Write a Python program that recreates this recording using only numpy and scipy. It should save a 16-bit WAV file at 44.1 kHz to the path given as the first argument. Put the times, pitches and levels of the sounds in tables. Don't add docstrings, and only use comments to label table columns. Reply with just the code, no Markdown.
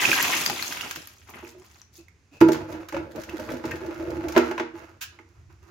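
import sys
import numpy as np
from scipy import signal
from scipy.fft import rfft, irfft
from scipy.io import wavfile
from scipy.ndimage import uniform_filter1d

SR = 44100
rng = np.random.default_rng(int(sys.argv[2]) if len(sys.argv) > 2 else 0)


def pcm_store(signal):
    levels = np.round(np.clip(np.atleast_2d(signal), -1, 1) * 32767)
    wavfile.write(sys.argv[1], SR, levels.astype(np.int16).T)


N = 251502
TIME = np.arange(N) / SR

# freq_hz, base_struck_db, wall_struck_db, t60_s
BUCKET_MODES = [(87, -25.5, -40.5, 0.29), (148, -20.5, -52.5, 0.58), (211.3, -23, -40, 0.31),
                (243.7, -27, -11, 0.34), (280, -13, -29, 0.22), (322, 0, -15.5, 0.44),
                (346.5, -10, -1, 0.23), (382, -17, -1, 0.15), (430, -21, -14, 0.14),
                (464.7, -22.5, -17.5, 0.33), (541, -29.5, -22, 0.35), (624, -22, -3, 0.088),
                (856.5, -10.5, -12, 0.15), (949.6, -15, -16.5, 0.31)]
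# freq_hz, density_db
SPRAY_SPECTRUM = [(2500, -13), (3600, -1.5), (6900, 3.5), (7700, -11.5), (10500, -6.5), (12800, -4.5),
                  (16000, -10.5)]
GRIND_SPECTRUM = [(200, -21.5), (500, -6.5), (750, -2), (900, 0.5), (1400, 0), (1800, -5.5), (2720, -9),
                  (3100, -17), (6500, -24.5), (8500, -39)]
TICK_SPECTRUM = [(500, -16.5), (1400, 5.5), (2400, 1.5), (3200, -2), (6800, -1), (7800, -13),
                 (10500, -13.5), (13000, -8), (16000, -11)]
RUMBLE_SPECTRUM = [(30, -32), (55, -10), (78, 7), (120, -4.5), (165, -21), (400, -71)]


def from_db(db):
    return 10 ** (np.asarray(db) / 20)


def unit_rms(x):
    return x / np.sqrt(np.mean(x ** 2) + 1e-20)


def at_hz(points, hz):
    known_hz, values = np.transpose(points)
    return np.interp(np.log(hz + 1), np.log(known_hz), values)


def pan(x, left_db):
    return x * from_db(np.array([[left_db], [-left_db]]) / 2)


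def add(out, start_s, sound):
    start = int(start_s * SR)
    out[:, start:start + sound.shape[1]] += sound[:, :N - start]


def colour(x, spectrum, size=4096):
    cepstrum = irfft(np.log(from_db(at_hz(spectrum, np.fft.rfftfreq(size, 1 / SR)))))
    cepstrum[1:size // 2] *= 2
    cepstrum[size // 2 + 1:] = 0
    response = irfft(np.exp(rfft(cepstrum)))
    return signal.oaconvolve(x, response[None] / np.linalg.norm(response), axes=1)[:, :N]


def stereo(pair):
    # freq_hz, correlation
    likeness = [(100, 0.95), (330, 0.84), (700, 0.9), (1400, 0.1), (4000, 0.5), (16000, 0.05)]
    size = 2 ** 18
    alike = at_hz(likeness, np.fft.rfftfreq(size, 1 / SR))
    side = irfft(rfft(pair[1], size) * np.sqrt((1 - alike) / (1 + alike)))[:N]
    return np.array([pair[0] + side, pair[0] - side])


def noise():
    return rng.standard_normal((2, N))


def grains(per_s, spread_db):
    sizes = from_db(spread_db * np.minimum(rng.exponential(1, N), 3))
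    return unit_rms(noise() * sizes * (rng.random(N) < per_s / SR) / np.sqrt(per_s))


def drift(per_s):
    knots = rng.standard_normal(4096)
    return np.interp(TIME * per_s, np.arange(len(knots)), knots) * np.sqrt(3 / 2)


def clumps(per_s, depth_db):
    return unit_rms(from_db(depth_db * np.clip(drift(per_s), -2, 2)))


def swell(start_s, length_s, db, attack_s, t60_s):
    age_s = TIME - start_s
    return np.clip(age_s / attack_s, 0, 1) * from_db(db - 60 * np.clip((age_s - length_s) / t60_s, 0, 2))


def swells(rows, attack_s, t60_s):
    out = 0
    for start_s, length_s, *levels_db in rows:
        out = np.maximum(out, from_db(levels_db)[:, None] * swell(start_s, length_s, 0, attack_s, t60_s))
    return out


def ring(drive, hz, t60_s):
    r, w = np.exp(-np.log(1000) / (t60_s * SR)), 2 * np.pi * hz / SR
    return signal.lfilter([0, np.sin(w)], [1, -2 * r * np.cos(w), r * r], drive + 1e-18)


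def bursts(start_s, db, t60_s, rise_s):
    clicks = np.bincount(np.round(start_s * SR).astype(int), from_db(db), N)[:N]
    envelope = signal.lfilter([1], [1, -np.exp(-np.log(1000) / (t60_s * SR))], clicks + 1e-18)
    r = np.exp(-1 / (rise_s * SR))
    return noise() * signal.lfilter([1 - r], [1, -r], envelope)


def bubbles(per_s, spectrum, t60_cycles, spread_db, sizes=40):
    clicks, size_index = grains(per_s, spread_db), rng.integers(0, sizes, N)
    pitch_hz = np.geomspace(spectrum[0][0], spectrum[-1][0], sizes) * np.exp(rng.normal(0, 0.019, sizes))
    rings = (ring(clicks * (size_index == k), hz, t60_cycles / hz) * hz * from_db(at_hz(spectrum, hz))
             for k, hz in enumerate(pitch_hz))
    return unit_rms(sum(rings))


def pour():
    # time_s, level_db
    stream = [(0.0, -27), (0.25, -28.5), (0.368, -27), (0.532, -35.5), (0.818, -39), (1.092, -54),
              (1.25, -62)]
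    # start_s, level_db
    fish_flops = [(0.075, -33.5), (0.481, -38.5), (0.828, -43.5), (0.954, -45)]
    # start_s, length_s, splash_db, spray_db
    sloshes = [(1.262, 0.035, -45, -56.5), (1.312, 0.085, -41.5, -61), (1.41, 0.092, -53, -59.5),
               (1.56, 0.24, -59.5, -66), (1.925, 0.038, -63, -54.5)]
    # freq_hz, density_db
    gurgle_spectrum = [(650, -22.5), (850, -2.5), (1200, -7.5), (1700, -14.5), (2500, -3.5), (3600, -8)]
    time_s, level_db = np.transpose(stream)
    fall_db = np.interp(TIME, time_s, level_db - level_db.max())
    running = swell(-0.0093, time_s[-1], 0, attack_s=0.015, t60_s=0.44)
    slosh, slosh_spray = swells(sloshes, attack_s=0.04, t60_s=0.18)
    flops = sum(swell(start_s, 0.03, db, attack_s=0.01, t60_s=0.2) for start_s, db in fish_flops)
    splash = running * from_db(-30 + 1.133 * fall_db)
    spray = running * from_db(-34 + fall_db) + slosh_spray
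    slap = np.hypot(running * from_db(-38.5 + fall_db), flops) + from_db(-11) * slosh
    flow = 0.2 + np.sqrt(splash / splash.max())
    thuds = colour(grains(2200 * flow, 3.5),
                   [(70, -11), (160, -2), (260, 2.5), (340, 6), (450, -4.5), (650, -3), (1200, -35.5)])
    patter = grains(8000 * flow, 2.9) * clumps(100, 4.2)
    froth = colour(patter, [(400, -21), (800, 7), (1600, 7.5), (2550, 11), (3400, 5), (5000, -24)])
    gurgle = bubbles(1100 * flow, gurgle_spectrum, t60_cycles=20, spread_db=3.2)
    droplets = bubbles(2200 * flow, SPRAY_SPECTRUM, t60_cycles=22, spread_db=3)
    fizz = colour(grains(12000 * flow, 1.5), SPRAY_SPECTRUM) * clumps(90, 3.2)
    churn = from_db(-2.5) * gurgle + from_db(-1.5) * froth
    muffled = signal.lfilter(*signal.butter(1, 1300, fs=SR), churn)
    water = splash * churn + slosh * muffled
    mist = spray * (fizz + droplets)
    return pan(stereo(slap * thuds + water), -0.49) + pan(stereo(mist), 0.69)


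def background():
    # freq_hz, density_db
    air_spectrum = [(30, -4), (86, -7), (345, -10.5), (570, -20), (2600, -22.5), (3300, -29.5), (6700, -25),
                    (8100, -37.5), (16000, -48.5)]
    gain = from_db(-58) * clumps(4.7, 0.77) + swell(5.34, 0.29, -56, attack_s=0.021, t60_s=0.18)
    rumble = gain * colour(noise(), RUMBLE_SPECTRUM)
    air = from_db(-65) * colour(noise(), air_spectrum)
    return pan(stereo(rumble + air), -2)


def plop(hz, left_db, loss_db_per_cycle):
    t = TIME[:SR // 16]
    cycles = hz * t * (1 + 0.63 * t)
    lead_rad = np.array([[0], [rng.normal(0, 0.25)]])
    envelope = from_db(-loss_db_per_cycle * cycles) * (1 - np.exp(-2 * cycles))
    return pan(envelope * np.sin(2 * np.pi * cycles + lead_rad), left_db)


def splats(count=6, length_s=0.013, spread_octaves=0.33):
    # start_s, bubble_db, pitch_hz
    slaps = [(0.019, -17.5, 2200), (0.178, -20, 1790), (0.197, -16, 2330), (0.29, -28, 960),
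             (0.324, -18, 2590), (0.829, -33, 1780), (1.288, -44, 938), (2.886, -37.5, 1850),
             (3.289, -33.5, 2210), (3.487, -33, 1580), (3.709, -25, 1840)]
    out = np.zeros((2, N))
    for start_s, db, hz in slaps:
        for k, (detune, side) in enumerate(rng.standard_normal((count, 2))):
            delay_s = length_s * (k + rng.random()) / count
            bubble = plop(hz * 2 ** (spread_octaves * detune), 5 * side, loss_db_per_cycle=2)
            add(out, start_s + delay_s, from_db(db) * bubble)
    return out


def drops():
    # start_s, bubble_db, pitch_hz, left_db, splat_db
    landings = [(0.0528, -5.5, 2530, -10, -40), (0.116, -4.5, 2460, -6, -23), (0.13, -8.5, 1620, 3, -23.5),
                (0.227, -5.5, 12970, 5, -23.5), (0.462, -17, 4780, 24, -17.5), (0.4978, -19, 814, 0, -22),
                (0.5955, -23.5, 2100, 4, -41), (0.6248, -19.5, 4260, 10, -25.5), (0.68, -19, 6400, -4, -40),
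                (0.723, -31, 1600, -7, -28), (0.81, -19, 2850, -8, -31), (0.9101, -40, 2550, 4, -25.5),
                (0.959, -33, 1440, -6, -28.5), (1.073, -24, 11800, -1, -42.5),
                (1.8166, -32.5, 5920, 6, -55), (2.083, -47, 2120, -19, -56), (5.189, -37.5, 2110, -7, -71)]
    plops = np.zeros((2, N))
    for start_s, db, hz, left_db, _ in landings:
        add(plops, start_s, from_db(db) * plop(hz, left_db, loss_db_per_cycle=1.5))
    start_s, *_, splat_db = np.transpose(landings)
    impacts = bursts(start_s, splat_db, t60_s=0.028, rise_s=0.00022)
    return plops + stereo(colour(impacts, TICK_SPECTRUM))


def knocks(bend_share=0.035, bend_s=0.064):
    # start_s, boom_db, clack_db, place (0 base, 1 wall)
    blows = [(1.425, -32.5, -48, 0.65), (1.470, -45, -53, 0.69), (2.4114, -1, -18, 0.12),
             (2.4858, -13.5, -27, 1), (2.545, -28.5, -29.5, 0.17), (2.9235, -30.5, -36, 0.13),
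             (2.944, -41, -31.5, 0), (2.965, -26, -29.5, 0.082), (3.639, -21.5, -34, 0.36),
             (4.35, -32, -29.5, 1), (4.3628, -7, -15, 0.93), (4.375, -13, -18.5, 0.65),
             (4.398, -17.5, -35, 0.95), (4.511, -22.5, -29.5, 0.81), (4.578, -33.5, -25, 0),
             (4.597, -20, -24, 0.71), (5.1879, -43, -47, 0.5)]
    hz, base_db, wall_db, t60_s = np.transpose(BUCKET_MODES)[:, :, None]
    t = TIME[:SR * 2 // 3]
    polarity = (-1) ** np.arange(len(BUCKET_MODES))
    decay = from_db(-60 * t / t60_s)
    boom = np.zeros((1, N))
    for start_s, boom_db, clack_db, place in blows:
        tilt_db_per_octave = min(clack_db - boom_db + 14.5, 0)
        treble_db = tilt_db_per_octave * np.maximum(np.log2(hz / 400), 0)
        mode_db = base_db + place * (wall_db - base_db) + treble_db
        clock_s = t + bend_share * from_db(boom_db) * bend_s * (1 - np.exp(-t / bend_s))
        modes = from_db(boom_db + mode_db) * decay * np.sin(2 * np.pi * hz * clock_s)
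        add(boom, start_s, (polarity @ modes)[None])
    contact = np.hanning(SR // 900)
    boom = np.convolve(boom[0], contact / contact.sum())[:N]
    start_s, _, clack_db, _ = np.transpose(blows)
    clack = colour(bursts(start_s, clack_db, t60_s=0.059, rise_s=0.00064), GRIND_SPECTRUM)
    return pan(boom, -4) + pan(stereo(clack), -0.5)


def flex(x, depth, per_s):
    position = np.cumsum(1 + depth * drift(per_s))
    return np.array([np.interp(position, np.arange(N), channel, period=N) for channel in x])


def judder():
    # start_s, length_s, drone_db, grind_db
    spurts = [(1.512, 0.058, -54.5, -61), (2.53, 0.096, -34, -46), (2.665, 0.09, -36, -40),
              (2.92, 0.075, -31, -45), (3.14, 0.04, -35, -41), (3.265, 0.18, -36.5, -42),
              (3.46, 0.089, -33, -40), (3.625, 0.094, -32, -39), (3.785, 0.26, -35, -41.5),
              (3.985, 0.35, -32, -40.5), (4.38, 0.096, -35.5, -36), (4.73, 0.097, -45.5, -44.5)]
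    drone, grind = swells(spurts, attack_s=0.028, t60_s=0.53)
    rumble = from_db(-12.5) * colour(noise(), RUMBLE_SPECTRUM)
    slips = unit_rms(grains(700, 2) + from_db(-6) * noise())
    push = colour(slips, [(150, 5.5), (340, -2.5), (520, -2), (660, 3.5), (900, -12), (1400, -31)])
    modes = sum((-1) ** k * ring(push, hz, t60_s / 2) * from_db((base_db + wall_db) / 2)
                * clumps(7.2, 1.77) for k, (hz, base_db, wall_db, t60_s) in enumerate(BUCKET_MODES))
    buzz = colour(slips, [(110, -7), (200, -4), (400, -9), (520, 7), (660, -4), (800, -20.5), (2000, -46)])
    wall = flex(unit_rms(modes), depth=0.018, per_s=24) + from_db(-7.5) * buzz
    wall /= np.sqrt(uniform_filter1d(wall ** 2, SR // 30, axis=1) + 1e-12)
    wall *= from_db(-2) * clumps(32, 2.5)
    rasp = from_db(-6.5) * clumps(63, 1) * colour(slips, GRIND_SPECTRUM)
    crackle = clumps(60, 3) * colour(grains(1100, 3.5) + from_db(-6) * noise(), SPRAY_SPECTRUM)
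    grit = from_db(-22.5) * crackle
    return pan(stereo(drone * (wall + rumble)), -2.5) + pan(stereo(grind * (rasp + grit)), -3.1)


def shudders(wobble=0.0237):
    # start_s, length_s, level_db, pitch_hz
    catches = [(1.537, 0.077, -45.5, 371), (1.98, 0.03, -43.5, 340), (2.315, 0.0098, -47.5, 292),
               (2.733, 0.075, -33.5, 322), (2.937, 0.012, -24.5, 545), (2.987, 0.017, -29, 316.3),
               (3.334, 0.014, -25.5, 321.3), (3.515, 0.048, -34, 256.5), (3.807, 0.025, -33.5, 371.6),
               (3.881, 0.016, -26, 340), (3.995, 0.011, -29, 337.3), (4.071, 0.011, -25, 347.3),
               (4.124, 0.028, -27.5, 332), (4.176, 0.023, -26.5, 332.4), (4.235, 0.078, -27, 327.8),
               (4.479, 0.062, -27.5, 340), (4.737, 0.027, -34, 338.6)]
    clock_s = np.cumsum(1 + wobble * drift(70)) / SR
    notes = sum(swell(start_s, length_s, db, attack_s=0.0092, t60_s=0.098)
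                * np.sin(2 * np.pi * hz * clock_s) for start_s, length_s, db, hz in catches)
    return pan(notes * clumps(90, 1.5), -4.5)


def skids():
    # start_s, length_s, level_db
    slips = [(1.975, 0.026, -56.5), (2.31, 0.065, -55)]
    # freq_hz, density_db
    rim_spectrum = [(600, 4), (2200, -10), (2570, 8.5), (3000, -11.5), (6900, -10.5), (8000, -23)]
    push, = swells(slips, attack_s=0.028, t60_s=0.098)
    return stereo(push * colour(grains(4000, 2), rim_spectrum))


def ticks():
    # start_s, level_db
    hits = [(2.4046, -23), (2.411, -23), (2.4837, -23), (2.518, -19), (2.5295, -22.5), (2.724, -33),
            (2.8854, -26.5), (2.923, -33), (2.9645, -39.5), (3.158, -32.5), (3.2153, -32), (3.235, -29),
            (3.293, -32), (3.3955, -30.5), (3.518, -33), (3.568, -38), (3.653, -28.5), (3.7102, -26.5),
            (3.756, -32.5), (3.861, -35), (4.103, -32), (4.2828, -23), (4.321, -26.5), (4.3755, -15.5),
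            (4.51, -31)]
    start_s, db = np.transpose(hits)
    crack = bursts(start_s, db - 6, t60_s=0.024, rise_s=0.002)
    crumble = bursts(start_s, db - 27, t60_s=0.2, rise_s=0.003)
    return pan(stereo(colour(crack + crumble, TICK_SPECTRUM)), -0.91)


def stirring():
    # freq_hz, density_db
    smack_spectrum = [(900, -13), (1600, 16.5), (2600, -4), (3300, 5), (6800, -1), (8000, -10), (13000, -5),
                      (16000, -10)]
    smacks = colour(grains(700, 3.2) * clumps(35, 5.5), smack_spectrum)
    envelope = swell(start_s=2.983, length_s=0.78, db=-56, attack_s=0.34, t60_s=0.5)
    return pan(stereo(envelope * smacks), -2.5)


def swish(start_s=5.007, rise_s=0.0064, length_s=0.028, t60_s=0.074, db=-35):
    # freq_hz, density_db
    mesh_spectrum = [(600, -29.5), (1200, -17), (1600, -4), (2050, -18), (2600, -3.5), (3300, -14),
                     (7000, -12), (8000, -24), (16000, -15.5)]
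    age_s = TIME - start_s
    rise = np.clip(age_s / rise_s, 0, 1) ** 2
    envelope = rise * from_db(db - 60 * np.maximum(age_s - length_s, 0) / t60_s)
    return pan(stereo(colour(envelope * grains(16000, 1.2), mesh_spectrum)), -2.1)


def basket_shift():
    # start_s, length_s, level_db
    moves = [(5.12, 0.26, -66.5), (5.495, 0.017, -66.5), (5.62, 0.065, -62)]
    push, = swells(moves, attack_s=0.0057, t60_s=0.79)
    grate = colour(noise(), GRIND_SPECTRUM) + from_db(4.5) * unit_rms(ring(noise(), hz=345, t60_s=0.187))
    crackle = from_db(-9.5) * colour(grains(300, 3), SPRAY_SPECTRUM)
    return pan(stereo(push * clumps(30, 5.2) * (grate + crackle)), -6)


def yard(x, wet_db=-7, bands=7):
    # freq_hz, t60_s
    decay_times = [(250, 0.085), (1000, 0.38), (4000, 0.36), (13000, 0.12)]
    t, tail = TIME[:SR * 3 // 4], 0
    edges_hz = np.geomspace(400, 16000, bands + 1)
    for low_hz, high_hz in zip(edges_hz, edges_hz[1:]):
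        bandpass = signal.butter(2, [low_hz, high_hz], "band", fs=SR, output="sos")
        band = signal.sosfilt(bandpass, rng.standard_normal((2, len(t))))
        tail = tail + band * from_db(-60 * t / at_hz(decay_times, np.sqrt(low_hz * high_hz)))
    tail *= 1 - np.exp(-t / 0.00079)
    return x + from_db(wet_db) * signal.oaconvolve(x, tail / np.linalg.norm(tail[0]), axes=1)[:, :N]


def scene():
    basket = pour() + drops() + splats() + stirring() + swish() + basket_shift()
    bucket = knocks() + judder() + shudders() + skids() + ticks()
    return yard(basket) + yard(bucket) + background()


def record(dry, low_hz=48, high_hz=16000):
    highpass = signal.butter(2, low_hz, "high", fs=SR, output="sos")
    lowpass = signal.ellip(12, 0.2, 80, high_hz, fs=SR, output="sos")
    return signal.sosfilt(lowpass, np.clip(signal.sosfilt(highpass, dry), -1, 1))


dry = scene()
out = record(dry)
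pcm_store(out)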